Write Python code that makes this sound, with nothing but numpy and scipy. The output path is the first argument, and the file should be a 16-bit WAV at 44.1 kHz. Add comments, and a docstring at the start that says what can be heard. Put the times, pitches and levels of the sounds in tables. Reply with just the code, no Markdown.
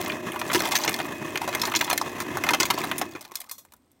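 """Ice crunches and clatters over a humming motor: a fridge dispenser fills a mug, close by in a kitchen.
The geared motor churns the ice bin. Cubes crack between the blades and jolt the housing,
and the chips rattle down a plastic chute that adds its own hollow tones.
After three seconds the motor runs down and the last chips tick into the mug; a few make it ring."""
import sys
import numpy as np
from scipy import signal
from scipy.fft import rfft, irfft
from scipy.io import wavfile
from scipy.ndimage import uniform_filter1d

SR = 44100
rng = np.random.default_rng(int(sys.argv[2]) if len(sys.argv) > 2 else 0)


def to_wav(s):
    """Save 16-bit WAV."""
    ch = np.atleast_2d(s).T  # columns
    pcm = np.round(np.clip(ch, -1, 1) * 32767)  # PCM
    wavfile.write(sys.argv[1], SR, pcm.astype(np.int16))


N = 176400
T = np.arange(N) / SR
RING_T = T[:SR // 8]

# tone of the quiet kitchen: f/Hz, relative level/dB
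KITCHEN_COLOUR = [(30, -19), (70, 1), (160, -6.5), (260, 2), (450, -8.5), (1000, -16.5), (3000, -25),
                  (15000, -34)]
# how the motor's speed changes under load: t/s, share of normal speed
MOTOR_SPEED = [(0, .992), (.2, 1), (.5, .99), (.85, .975), (1.1, .996), (1.55, 1.014), (2.2, .993),
               (2.35, 1.005), (2.9, 1.008)]
# tones of the motor and gears at normal speed: f/Hz, level/dB
GEAR_TONES = [(102, -59), (240, -52), (274, -52), (298, -49), (330, -47), (360, -44.5), (2519, -49.5)]
# tone of the feed screw churning the ice bin: f/Hz, relative level/dB
CHURN_COLOUR = [(30, -37), (65, -14), (140, -5), (260, -2.5), (370, -1.5), (510, -10.5), (700, -8),
                (830, -12.5), (1050, -4), (1470, -20), (1700, -8), (2080, -11.5), (2330, -22), (2580, -10),
                (2900, -22), (3300, -18), (4500, -30), (6500, -23.5), (8000, -31.5), (15000, -32.5)]
# notes the housing rings at: f/Hz, relative level/dB, t60/s (the time to fade by 60 dB)
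HOUSING_MODES = [(148, 1.5, 0.15), (334, 17.5, 0.04), (370, 21.5, 0.047), (410, 13, 0.059)]
# a blade bites a whole cube and jolts the housing: t/s, length/s, level/dB
JOLTS = [(0.548, 0.035, -22.5), (0.879, 0.02, -29.5), (1.347, 0.019, -33), (1.754, 0.031, -33.5),
         (2.512, 0.022, -28.5), (2.601, 0.018, -25.5), (3.019, 0.016, -35), (3.15, 0.018, -37),
         (3.316, 0.0074, -49)]
# notes the mug rings at: f/Hz, relative level/dB, t60/s
MUG_MODES = [(1080, -5, .09), (4231, -8, .14), (5771, -6, .14), (6121, -7, .13), (9623, -8, .12),
             (11320, -4, .12), (12557, -9, .14)]
# a chip hits the wall of the mug: t/s, level/dB
CLINKS = [(3.356, -59), (3.512, -39.5), (3.583, -48)]
# pitches the plastic chute brings out: f/Hz, width/Hz, level/dB relative to the plain sound
CHUTE_RESONANCES = [(971, 53, -2.5), (1126, 16, -8.5), (1790, 35, -2), (2097, 62, 5.5), (2457, 100, -1),
                    (3440, 88, -0.5), (4215, 180, -5), (5350, 98, -10.5), (6010, 170, -3)]
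# larger pieces of ice that ring with a clear pitch: t/s, f/Hz, level/dB
PINGS = [(.0999, 2410, -18), (0.66, 950, -16), (0.883, 2080, -15), (1.001, 760, -19.5),
         (1.617, 5300, -16.5), (1.764, 4070, -16), (1.809, 2114, -16.5), (1.825, 970, -18),
         (1.929, 710, -14), (1.978, 1790, -20.5), (2.014, 1040, -17), (2.438, 2090, -18), (2.706, 940, -19),
         (2.839, 3950, -25.5), (3.015, 745, -14), (3.318, 1070, -33)]
# how the stream of fine crumbs swells and fades: t/s, level/dB before the chute
CRUMB_FLOW = [(0, -31), (.2, -57), (.46, -44), (.54, -35), (.68, -28), (.86, -31), (.93, -35.5), (1.1, -45),
              (1.33, -51), (1.48, -49), (1.68, -35.5), (1.92, -38.5), (2.32, -56.5), (2.55, -41.5),
              (2.8, -33), (2.93, -51), (3.45, -51), (3.7, -76.5)]
# tone of the crumbs: f/Hz, relative level/dB
CRUMB_COLOUR = [(50, -37.5), (300, -10.5), (700, -0.5), (1100, -5), (2200, -3.5), (4000, -5.5),
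                (6300, -7.5), (7800, -8), (10500, -13.5), (15500, -8)]
# the low, middle, high and top band of a crack: lower f/Hz, upper f/Hz, t60/s
CRACK_BANDS = [(569, 1500, 0.043), (1500, 3300, 0.027), (3406, 7100, 0.025), (7460, 15300, 0.026)]
# ice cracks and chips strike: t/s, length/s, then level/dB in each band before the chute
CRACKS = [(0.061, 0.0015, -55, -26.5, -28.5, -45), (0.0795, 0.0013, -23.5, -31, -41, -28),
          (0.0987, 0.00099, -46, -18, -82, -57), (0.1205, 0.0013, -50, -23.5, -41, -43),
          (0.3195, 0.0018, -47, -28, -68, -30.5), (0.341, 0.0056, -29.5, -43.5, -55, -43),
          (0.36, 0.0078, -26.5, -36, -49, -42), (0.392, 0.015, -41, -41, -39, -36),
          (0.415, 0.0062, -24, -28, -37, -40), (0.4992, 0.0039, -22.5, -23.5, -44, -44),
          (0.5156, 0.01, -24.5, -30, -41, -38), (0.532, 0.032, -31, -33, -29, -28.5),
          (0.5466, 0.018, -26, -21, -24, -27.5), (0.604, 0.0057, -21.5, -25.5, -25.5, -29.5),
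          (0.6353, 0.034, -29, -34, -37, -42), (0.672, 0.023, -46, -37, -39, -39),
          (0.719, 0.014, -30, -28, -25.5, -32), (0.744, 0.013, -32, -31, -46, -49),
          (0.754, 0.012, -34.5, -20, -18, -24.5), (0.8175, 0.0094, -36, -38, -36, -38),
          (0.837, 0.0015, -34, -26, -16.5, -33), (0.845, 0.02, -29, -34, -40, -40),
          (0.878, 0.017, -27, -23, -25, -37), (0.893, 0.0073, -30, -28, -45, -26),
          (0.941, 0.0024, -44, -24, -21.5, -26.5), (0.989, 0.006, -30, -30.5, -36, -36),
          (1.0011, 0.0068, -25.5, -26, -37.5, -42), (1.059, 0.0032, -82, -68, -49, -39.5),
          (1.357, 0.0031, -23, -20.5, -35, -32), (1.374, 0.0043, -30, -26, -27.5, -34.5),
          (1.416, 0.038, -30, -40.5, -42, -41.5), (1.477, 0.017, -23.5, -33, -34.5, -38),
          (1.528, 0.016, -32, -31.5, -40.5, -44), (1.549, 0.0066, -24.5, -25, -27.5, -26),
          (1.597, 0.0023, -34, -36.5, -29.5, -36), (1.6164, 0.0055, -34, -31, -21.5, -24.5),
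          (1.634, 0.0073, -22, -29, -31, -40), (1.653, 0.0052, -27, -32, -23, -33),
          (1.675, 0.023, -29.5, -35.5, -45, -43), (1.719, 0.0033, -24, -27, -58, -69),
          (1.739, 0.0059, -23.5, -25.5, -47, -65.5), (1.751, 0.0026, -32.5, -17, -18.5, -29),
          (1.76, 0.012, -35.5, -29, -18.5, -28), (1.811, 0.0041, -22, -15.5, -21.5, -25),
          (1.845, 0.005, -44.5, -43, -28, -30.5), (1.8773, 0.013, -31, -33, -49, -60),
          (1.9, 0.0032, -19.5, -22, -23, -19.5), (1.911, 0.011, -24, -25, -29, -38),
          (1.9293, 0.0085, -28, -25.5, -25.5, -24.5), (1.9772, 0.0028, -41.5, -24, -18.5, -17.5),
          (2.014, 0.003, -20, -41, -24, -31.5), (2.202, 0.021, -32, -34.5, -34, -34.5),
          (2.371, 0.0053, -20.5, -48, -32.5, -31.5), (2.438, 0.01, -24, -26.5, -30.5, -31),
          (2.465, 0.015, -26.5, -32, -37, -41.5), (2.489, 0.0038, -17, -13, -22, -25),
          (2.5064, 0.0068, -19.5, -29.5, -28, -28), (2.535, 0.014, -17.5, -20.5, -23.5, -27.5),
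          (2.6014, 0.011, -21.5, -19.5, -17, -22.5), (2.6218, 0.0037, -32.5, -24, -28, -36.5),
          (2.631, 0.0049, -20, -33.5, -17.5, -30.5), (2.654, 0.01, -31.5, -29, -29, -29),
          (2.7021, 0.013, -18.5, -22, -22.5, -25), (2.777, 0.025, -27.5, -37, -38, -63),
          (2.838, 0.007, -23, -39, -46, -33.5), (2.914, 0.0042, -22, -21.5, -33, -30),
          (2.981, 0.022, -50, -43, -39.5, -29), (3.014, 0.011, -26, -28.5, -30, -34),
          (3.151, 0.0093, -34, -38, -45, -55), (3.2094, 0.015, -47, -50.5, -45, -42.5),
          (3.25, 0.0052, -42.5, -44.5, -42, -46), (3.318, 0.005, -47, -48.5, -47, -44),
          (3.355, 0.003, -42, -38.5, -24.5, -22.5), (3.3696, 0.0039, -52, -49, -38, -39.5),
          (3.403, 0.0023, -66, -45.5, -39, -27.5), (3.415, 0.0044, -46, -43, -41, -37),
          (3.495, 0.0021, -47, -43.5, -36.5, -35.5), (3.513, 0.0073, -44, -46.5, -41, -30.5),
          (3.581, 0.013, -57, -59, -54.5, -46.5), (3.65, 0.0032, -49.5, -58.5, -58, -49),
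          (3.7213, 0.0036, -53, -54, -53.5, -49), (3.7366, 0.0022, -45.5, -60, -52, -43.5),
          (3.765, 0.0018, -65, -72, -65, -53.5), (3.916, 0.0022, -80, -78.5, -67, -53.5)]

TOP_HZ = 15950
PIECE_T60_S = 0.03  # how long a larger piece of ice rings


def undb(db):
    """Turn decibels into a gain to multiply by."""
    return 10 ** (np.asarray(db) / 20)


def unit(x):
    """Scale a sound to an energy of 1."""
    return x / np.sqrt(np.sum(x ** 2) + 1e-18)


def level(x, db):
    """Scale a sound to an average (rms) level."""
    return unit(x) * np.sqrt(len(x)) * undb(db)


def add(out, start_s, x):
    """Mix a sound in at a given time."""
    i = max(int(start_s * SR), 0)
    out[i:i + len(x)] += x[:N - i]


def curve(points):
    """Join (time, value) points with straight lines."""
    return np.interp(T, *np.array(points).T)


def decay(t, t60):
    """A fade that loses 60 dB every t60 seconds."""
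    return np.exp(-np.log(1000) * t / t60)


def band(x, lo_hz, hi_hz):
    """Keep the sound between two frequencies."""
    edges = [lo_hz, min(hi_hz, SR / 2 - 1000)]
    return signal.sosfilt(signal.butter(3, edges, btype="band", fs=SR, output="sos"), x)


def colour(x, points):
    """Shape the tone of a sound along (Hz, dB) points."""
    hz, db = np.array(points).T
    size = 2 * N
    bin_hz = np.arange(N + 1) * SR / size
    log_gain = np.log(undb(np.interp(np.log(bin_hz + 1), np.log(hz), db)))
    cepstrum = irfft(log_gain)[:N] * np.r_[1, np.full(N - 1, 2)]  # so nothing rings before its hit
    return irfft(rfft(x, size) * np.exp(rfft(cepstrum, size)))[:N]


def wander(turns_per_s):
    """A smooth random wobble with a typical size of 1."""
    hold = max(int(SR / turns_per_s), 1)
    steps = rng.standard_normal(N // 20)[np.arange(N) // hold]
    return level(uniform_filter1d(steps, hold), 0)


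def ring(modes, t):
    """A struck object: one fading tone for each (Hz, dB, t60) row."""
    return sum(undb(db) * decay(t, t60) * np.sin(2 * np.pi * hz * t) for hz, db, t60 in modes)


def splinters(length_s, per_s=750, spread_db=5.5, fade_db=7):
    """The pushes of one break: a first snap, then a fading run of tiny fractures."""
    count = len(RING_T)
    hits = (rng.random(count) < per_s / SR) & (RING_T < length_s)
    pushes = hits * undb(spread_db * rng.standard_normal(count)) * rng.choice([-1, 1], count)
    pushes[0] = 2.6  # the first snap
    return pushes * undb(-fade_db * RING_T / max(length_s, .001))


def kitchen(noise_db=-66, whine_db=-81.5, whine_hz=8220):
    """The quiet background: a low rumble and a faint high whine."""
    rumble = level(colour(rng.standard_normal(N), KITCHEN_COLOUR), noise_db)
    return rumble + undb(whine_db) * np.sin(2 * np.pi * whine_hz * T)


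def room(x, echo_db=-21, split_hz=2900):
    """The kitchen walls add a short wash of echoes, in which the treble lasts longer."""
    t = T[:SR // 2]
    low = band(rng.standard_normal(len(t)), 120, split_hz) * decay(t, t60=0.15)
    high = band(rng.standard_normal(len(t)), split_hz, TOP_HZ) * decay(t, t60=0.28)
    tail = unit((low + 0.52 * high) * np.minimum(t / 0.012, 1))
    return x + undb(echo_db) * signal.fftconvolve(x, tail)[:N]


def motor(stop_s=3.061, slowing_per_s=0.17, fade_db_per_s=109.5, shaft_hz=30.8, churn_db=-35.5):
    """Gears hum and the feed screw churns the ice; both die away when the power is cut."""
    since_stop = np.maximum(T - stop_s, 0)
    speed = curve(MOTOR_SPEED) * np.exp(-slowing_per_s * since_stop)
    travel = np.cumsum(speed) / SR  # a clock that runs at the motor's speed
    fading_tone = (617, -44 - 3.5 * T)  # Hz, dB: sings at first, then sinks into the grinding
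    gears = np.zeros(N)
    for hz, db in GEAR_TONES + [fading_tone]:
        strength = np.sqrt(2) * undb(db + 2.2 * wander(18))
        phase = 2 * np.pi * (hz * travel + rng.random())
        gears += strength * np.sin(phase + .4 * wander(30))  # slack in the gears wobbles the tone
    throb_db = 1.5 * np.sin(2 * np.pi * shaft_hz * travel)  # once per turn of the shaft
    rough_db = 2.54 * wander(20) + 2 * wander(220)
    grinding = rng.standard_normal(N) * undb(throb_db + rough_db)
    churn = level(colour(grinding, CHURN_COLOUR), churn_db)
    return (gears + churn) * undb(-fade_db_per_s * since_stop)


def jolts():
    """The housing shudders when a blade bites a whole cube."""
    out = np.zeros(N)
    housing = band(ring(HOUSING_MODES, RING_T), lo_hz=111, hi_hz=1000)
    for start_s, length_s, db in JOLTS:
        shudder = unit(signal.fftconvolve(splinters(length_s), housing))
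        add(out, start_s, shudder * np.sqrt(length_s * SR) * undb(db))
    return out


def mug(shimmer_db=-12, shimmer_t60_s=.13):
    """Chips clink on the ceramic mug: one hollow note and a few clear high ones among many weak ones."""
    out, t = np.zeros(N), T[:SR // 2]
    shimmer = [(hz, shimmer_db, shimmer_t60_s) for hz in rng.uniform(3300, TOP_HZ, size=80)]
    clink = ring(MUG_MODES + shimmer, t) * np.minimum(t / .001, 1)
    for start_s, db in CLINKS:
        add(out, start_s, undb(db) * clink)
    return out


def chute(ice, gain_db=-2.36):
    """The plastic chute rings along with the ice passing through it."""
    ringing = sum(undb(db) * signal.lfilter(*signal.iirpeak(hz, hz / width, fs=SR), ice)
                  for hz, width, db in CHUTE_RESONANCES)
    return (ice + ringing) * undb(gain_db)


def pings():
    """Larger pieces of ice each ring with one short, clear note."""
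    out = np.zeros(N)
    for start_s, hz, db in PINGS:
        add(out, start_s, ring([(hz, db, PIECE_T60_S)], RING_T))
    return band(out, 300, TOP_HZ)


def tumble(knocks_per_s=220, lo_hz=643, hi_hz=1300, relative_db=-4):
    """Pieces jostle with hollow knocks, growing louder and softer with the stream of crumbs."""
    out = np.zeros(N)
    for when, pitch, size in rng.random((int(knocks_per_s * N / SR), 3)):
        hz = lo_hz * (hi_hz / lo_hz) ** pitch
        add(out, when * N / SR, size * ring([(hz, 0, PIECE_T60_S)], RING_T))
    return level(out, relative_db) * undb(curve(CRUMB_FLOW))


def crumbs(per_s=330, spread_db=7, lo_hz=700):
    """A stream of small chips ticks down, each with its own size, pitch and brightness."""
    out, t = np.zeros(N), T[:SR // 70]
    chances = N // 50
    when, luck, pitch = rng.random((chances, 3)).T
    size, brightness = rng.standard_normal((chances, 2)).T
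    noise = rng.standard_normal((chances, len(t)))
    falls = luck < per_s * N / SR / chances
    for i in np.flatnonzero(falls):
        hz = lo_hz + pitch[i] * (TOP_HZ - lo_hz)
        tick = (noise[i] + np.sin(2 * np.pi * hz * t)) * decay(t, t60=0.014)
        dull = signal.lfilter([.4], [1, -.6], tick)
        treble = (tick - dull) * np.exp(0.52 * min(brightness[i], 1))
        add(out, when[i] * N / SR, (dull + treble) * undb(spread_db * min(size[i], 1.7)))
    return level(colour(out, CRUMB_COLOUR), 0) * undb(curve(CRUMB_FLOW))


def shard(lo_hz, hi_hz, t, longest_t60_s=0.067):
    """A broken piece rings at two random pitches; high ones die sooner."""
    pitches = lo_hz * (hi_hz / lo_hz) ** rng.random(2)
    knee_hz = CRACK_BANDS[0][1]
    modes = [(hz, 0, longest_t60_s * np.sqrt(knee_hz / max(hz, knee_hz))) for hz in pitches]
    return unit(ring(modes, t))


def cracks(shard_share=0.38, snap_share=0.25):
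    """Cubes break between the blades: each fracture sets off a snap, a noisy burst and a ringing shard."""
    out, t = np.zeros(N), T[:SR // 25]
    breaks = [splinters(length_s)[:len(t)] for _, length_s, *_ in CRACKS]
    for k, (lo_hz, hi_hz, t60) in enumerate(CRACK_BANDS):
        snap = unit(band(1. * (t == 0), lo_hz, hi_hz))  # the bare contact, before anything rings
        bursts = band(rng.standard_normal((len(CRACKS), len(t))) * decay(t, t60), lo_hz, hi_hz)
        for (start_s, length_s, *band_db), pushes, burst in zip(CRACKS, breaks, bursts):
            fracture = unit(burst) + shard_share * shard(lo_hz, hi_hz, t) + snap_share * snap
            crack = unit(signal.fftconvolve(pushes, fracture))
            add(out, start_s, crack * np.sqrt(length_s * SR) * undb(band_db[k]))
    return out


def scene():
    """Ice, housing and mug echo in the room, over the motor and the quiet kitchen."""
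    background = kitchen()
    ice = chute(cracks() + crumbs() + tumble())
    clatter = room(ice + pings() + jolts() + mug())
    return (clatter + motor() + background)[None]


def record(dry, ceiling=0.42, bottom_hz=35):
    """The microphone rounds the tallest peaks and cuts the deep bass and the highest treble."""
    rounded = ceiling * np.tanh(dry / ceiling)
    treble_cut = signal.ellip(10, .2, 80, TOP_HZ, fs=SR, output="sos")
    return signal.sosfilt(treble_cut, band(rounded, bottom_hz, SR / 2))


dry = scene()
out = record(dry)
to_wav(out)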